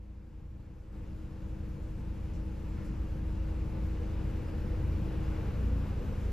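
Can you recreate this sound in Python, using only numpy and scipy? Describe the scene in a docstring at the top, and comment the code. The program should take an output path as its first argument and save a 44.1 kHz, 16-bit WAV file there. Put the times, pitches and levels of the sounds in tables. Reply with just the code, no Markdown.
"""Inside a car idling at a crossing, heard in stereo through a phone. From the start the engine's firing orders
boom in the cabin, a seven-blade fan whines, the air blower hums and traffic rumbles, all as wavering sines and
shaped noise. The level creeps up, with one step near 0.9 s. Soon after 2 s a bus comes up as a sagging, climbing
set of sines, with three short hisses of air from a vehicle. Near 4 s the roar grows and the noisy drone of cars
pulling up joins in; at 5.36 s the fan switches off and runs down, and the engine speed overshoots."""
import sys
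import numpy as np
from scipy import signal
from scipy.fft import rfft, irfft, next_fast_len
from scipy.io import wavfile
from scipy.ndimage import uniform_filter1d, map_coordinates

SR = 44100
rng = np.random.default_rng(int(sys.argv[2]) if len(sys.argv) > 2 else 0)


def dump_mix(stems):
    """Bounce the given channels to the path in sys.argv[1] as a 16-bit WAV at rate SR."""
    frames = np.atleast_2d(stems).T  # one column per channel
    limited = np.clip(frames, -1, 1)  # hard clip at full scale
    pcm = np.round(limited * 32767).astype(np.int16)
    wavfile.write(sys.argv[1], SR, pcm)


N = 278712  # length in samples
# All source levels below are those before the overall level and the microphone in record().


def amp(db):
    """Turn decibels into a plain gain."""
    return 10 ** (np.asarray(db) / 20)


def unit(x):
    """Scale a signal to an rms of 1."""
    return x / np.sqrt(np.mean(x ** 2) + 1e-20)


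def along(points, hz):
    """Read each column after the frequency at the given frequencies, on a log axis."""
    f, *columns = np.transpose(points)
    return [np.interp(np.log(hz + 1), np.log(f + 1), column) for column in columns]


def curves(rows):
    """Draw each column after the time as a curve with one value per sample."""
    times, *columns = np.transpose(rows)
    return [np.interp(np.arange(N) / SR, times, column) for column in columns]


def since(s):
    """Seconds gone by since the moment s, zero before it."""
    return np.maximum(np.arange(N) / SR - s, 0)


def bell(s, width):
    """A smooth hump of height 1 around the moment s, down to 1/e at width seconds either side."""
    return np.exp(-((np.arange(N) / SR - s) / width) ** 2)


def rise(s, slope_s):
    """A smooth S-shaped rise from 0 to 1, half way up at the moment s."""
    return 1 / (1 + np.exp((s - np.arange(N) / SR) / slope_s))


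def wobble(rate):
    """A smooth random curve through `rate` random points a second."""
    points = rng.standard_normal(int(N * rate / SR) + 4)
    return map_coordinates(points, [np.arange(N) * rate / SR])


def tone(turns, db, pan_db, waver_db, drift, locked=False):
    """A sine on a running count of turns, unsteady in level and phase; it starts at random unless locked."""
    start = rng.random() * (not locked)
    phase = 2 * np.pi * (turns + start) + drift * wobble(5)  # drift in radians
    level = np.sqrt(2) * amp(db + waver_db * wobble(6))  # sqrt(2) makes db an rms level
    return level * np.sin(phase) * amp([[pan_db / 2], [-pan_db / 2]])


def rush(spectrum, patchy_db):
    """Patchy noise of rms 1 as a stereo pair, with opposite sides near 8.7 kHz."""
    # how the left and right channels differ: f/Hz, likeness/0-1, left over right/dB, lead of the right/rad
    stereo = [(60, .995, .2, 0), (200, .91, 3.5, -.1), (480, .9, .5, -.1), (720, .2, -1, -1.3),
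              (860, .72, 3.5, -.4), (1250, .5, 1.5, -.9), (1500, .7, 3.5, -.3), (2200, .985, 0, 0),
              (3000, .87, 0, -.55), (5200, .84, 0, -.6), (5400, .9, 0, 0), (5700, .72, 0, 1.5),
              (6900, .7, 0, .8), (8150, .75, 0, 2.4), (8450, 1, 0, np.pi), (8900, 1, 0, np.pi),
              (9200, .9, 0, 3.4), (11500, .65, 0, 4.7), (12900, 1, 0, 2 * np.pi)]
    z = signal.stft(rng.standard_normal((2, N)), nperseg=512)[2]
    field = rng.standard_normal(z.shape[1:])
    field = uniform_filter1d(uniform_filter1d(field, 6, 0), 14, 1)  # smooth over pitch, then time
    patchy = signal.istft(z * amp(patchy_db * unit(field)), nperseg=512)[1][:, :N]

    m = next_fast_len(N + 8192)
    shared, own = rfft(patchy, m)
    hz = np.fft.rfftfreq(m, 1 / SR)
    alike, pan_db, lead = along(stereo, hz)
    alike = np.clip(alike, 0, 1)
    left = shared * amp(pan_db / 2)
    right = alike * shared + np.sqrt(1 - alike ** 2) * own
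    right = right * amp(-pan_db / 2) * np.exp(1j * lead)
    shaped = np.array([left, right]) * amp(along(spectrum, hz)[0])
    return unit(irfft(shaped, m)[:, :N])


def engine():
    """Idling engine: low multiples of the firing rate keep step with it; higher ones waver more."""
    # firing rate, which hunts a little and overshoots when the fan unloads the engine: t/s, f/Hz
    idle = [(0, 28.46), (.4, 28.31), (1, 27.93), (2.4, 27.56), (3.8, 27.6), (4.4, 28), (4.9, 27.95),
            (5.3, 27.65), (5.6, 29.37), (5.95, 28.75), (6.32, 28.25)]
    # orders that boom in the cabin: t/s, second order level/dB, third order level/dB
    boom = [(0, -34, -34), (.4, -39, -40), (.8, -40.5, -42.5), (1.5, -39, -40.5), (2.2, -34.5, -38.5),
            (2.8, -36.5, -39.5), (3.3, -34, -38.5), (3.8, -35.5, -39), (4.2, -35.5, -36.5),
            (4.5, -41, -39.5), (5, -35, -36.5), (5.45, -35.5, -37.5), (5.75, -28, -33.5), (6, -43, -42),
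            (6.32, -31.5, -34.5)]
    # weaker orders: multiple of the firing rate, level/dB, left over right/dB
    orders_high = [(2.5, -52, -1.5), (3.5, -51, 4), (5, -48.5, -1.5), (6, -58, 9.5), (7, -48, 5),
                   (8, -54.5, 5)]
    cabin_hz = 40  # orders above this cabin resonance swing the opposite way
    turns = np.cumsum(curves(idle)[0]) / SR
    low_db = [-40, *curves(boom), -45]  # first to fourth order
    sound = 0
    for k, db in enumerate(low_db, 1):
        sign = 1 if k * idle[0][1] < cabin_hz else -1
        sound = sound + sign * tone(k * turns, db, .1 * k, waver_db=.3 * k, drift=.1, locked=True)
    for k, db, pan in orders_high:
        sound = sound + tone(k * turns, db, pan, waver_db=.27 * k, drift=.13 * k)
    return sound


def fan():
    """Cooling fan: seven blades pass each turn, and a slight unbalance sounds once a turn."""
    # blade tone: t/s, level/dB
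    blade = [(0, -49.5), (.9, -50), (1.1, -48), (2.5, -48.5), (3.5, -47.5), (4.5, -46.5), (5.36, -46),
             (5.42, -49.5), (5.78, -49.5), (5.86, -57), (5.97, -58), (6.04, -50), (6.32, -51)]
    blades, blade_hz = 7, 315.6
    slow_hz, settles_s = 1.6, 1.5  # starts this far flat; time constant of settling
    off_s, coast_s, loosens_s = 5.36, 3.5, .3  # switch-off, coasting time constant, loosening time
    coasting = since(off_s)
    running_hz = blade_hz - slow_hz * np.exp(-since(0) / settles_s)
    turns = np.cumsum(running_hz * np.exp(-coasting / coast_s)) / SR
    loose = np.clip(coasting / loosens_s, 0, 1)  # coasting, the tone grows unsteady
    loose_turns = turns + .03 * loose * wobble(14)
    whine = tone(loose_turns, curves(blade)[0], 8, waver_db=.2 + 1.3 * loose, drift=.03)
    unbalance = tone(turns / blades, -42.5, .1, waver_db=1, drift=.15)
    return whine + unbalance


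def blower():
    """Air blower: faint wavering tones, a low wavering hum, and rushing air in the vents."""
    # faint tones: f/Hz, level/dB, left over right/dB
    faint = [(177, -57, 6), (354, -72, -2), (531.6, -64, -2), (616.4, -71, 0), (705, -76, -4),
             (792, -75, 1), (885.5, -70.5, 3)]
    # low hum: f/Hz, level/dB
    hum_hz, hum_db = (75, -41.5)
    # colour of the air from the vents: f/Hz, relative level per Hz/dB
    vents = [(1500, -32), (3000, -6.5), (5300, -1.5), (7000, -2.5), (8200, -2), (12300, -6), (13600, -18),
             (15000, -10)]
    t = np.arange(N) / SR
    lines = sum(tone(hz * t, db, pan, waver_db=2.5, drift=.9) for hz, db, pan in faint)
    air = amp(-66 + .6 * wobble(30)) * rush(vents, patchy_db=1.5)
    hum = tone(hum_hz * t, hum_db, .3, waver_db=1.2, drift=.5)
    return lines + air + hum


def bus():
    """A diesel pulling away: its firing orders sag at a gear change, then climb as it gathers speed."""
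    # the bus crossing: t/s, firing rate f/Hz, level/dB
    drive = [(0, 32.5, -79), (2.2, 32.7, -65), (2.6, 32.43, -54), (3.3, 30.8, -54), (3.8, 31.61, -48),
             (4.3, 32.55, -49.5), (4.9, 33.52, -45.5), (5.3, 33.73, -52), (5.8, 33, -68),
             (6.32, 31.91, -78)]
    # its orders: multiple of the firing rate, level added/dB
    orders = [(2, 0.5), (3, 2.5), (4, -1), (5, -14.5)]
    hz, db = curves(drive)
    turns = np.cumsum(hz) / SR
    return sum(tone(k * turns, db + order_db, 2.1, waver_db=2.5, drift=.5) for k, order_db in orders)


def puffs():
    """Air let out by a vehicle: each hiss opens softly, holds and dies away, in a broad band."""
    # hisses: t/s, hold/s, time to fall 60 dB/s, centre f/Hz, level/dB
    hisses = [(2.328, .03, .3, 6000, -65), (2.76, .04, .35, 1500, -59.5), (2.838, .025, .25, 8000, -63.5)]
    opens_s = .01
    sound = 0
    for s, hold, t60, hz, db in hisses:
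        # f/Hz, relative level per Hz/dB
        band = [(hz / 2.7, -30), (hz / 1.5, -4), (hz, 0), (hz * 1.5, -5), (hz * 1.8, -30)]
        opening = np.clip(since(s) / opens_s, 0, 1)
        dying = amp(db - 60 * since(s + hold) / t60)
        sound = sound + opening * dying * rush(band, patchy_db=2.5)
    return sound


def traffic():
    """Low rumble through the body, a roar through glass and vents, and the drone of oncoming cars."""
    # colours of the three noises: f/Hz, relative level per Hz/dB
    rumble_colour = [(12, -44), (22, -22), (35, -10), (45, -7.5), (60, -3), (85, -12.5), (105, -12.5),
                     (150, -12), (200, -16), (240, -19.5), (330, -24), (500, -74)]
    roar_colour = [(200, -18.5), (300, -1), (400, -2.5), (490, 2), (560, -4.5), (720, -11.5), (780, -9),
                   (870, -10), (1000, -11), (1500, -14.5), (1900, -18.5), (2800, -20), (3100, -24.5),
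                   (5300, -32.5), (9000, -49)]
    drone_colour = [(250, -31), (350, 3), (470, 2.5), (620, -4), (750, -6.5), (1000, -33.5)]  # cars pulling up to turn
    # swells and lulls: t/s, half width to 1/e/s, rumble change/dB, roar change/dB
    swells = [(2.85, 0.12, 3.5, 1), (4.15, 0.25, 0, 0.5), (5, 0.23, 3.5, -0.7), (5.3, 0.2, -1, 1),
              (5.7, 0.45, 2, -0.5), (6.32, 0.35, -1.5, -1.5)]
    rumble_db = -37.5 + sum(db * bell(s, width) for s, width, db, _ in swells)
    roar_db = -49 + 3.5 * rise(3.91, .49)  # grows as vehicles come closer
    roar_db = roar_db + sum(db * bell(s, width) for s, width, _, db in swells)
    rumble = amp(rumble_db + .6 * wobble(3)) * rush(rumble_colour, patchy_db=.8)
    drone = amp(-55.5) * rise(3.97, .13) * rush(drone_colour, patchy_db=2)
    roar = amp(roar_db + .35 * wobble(12)) * rush(roar_colour, patchy_db=.5)
    return rumble + drone + roar


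def scene():
    """Add up everything that reaches the phone."""
    return engine() + fan() + blower() + bus() + puffs() + traffic()


def record(dry):
    """The level rises with time; the top end rolls off and nothing is kept above the band limit."""
    # the microphone's top end: f/Hz, level/dB
    mic = [(13200, 0), (14000, -5), (14500, -12), (15000, -18)]
    top_hz = 15000
    final_db, creep_db, creep_s = -.71, 12, 2.496  # creeps up to the final level; time constant
    step_s, step_db, step_length_s = .93, 4, .03  # one sudden step up
    step = np.clip(since(step_s - step_length_s / 2) / step_length_s, 0, 1)
    level_db = final_db - creep_db * np.exp(-since(0) / creep_s) - step_db * (1 - step)
    m = next_fast_len(N + 8192)
    hz = np.fft.rfftfreq(m, 1 / SR)
    top = amp(along(mic, hz)[0]) * (hz < top_hz)
    return irfft(rfft(dry * amp(level_db), m) * top, m)[:, :N]


dry = scene()
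out = record(dry)
dump_mix(out)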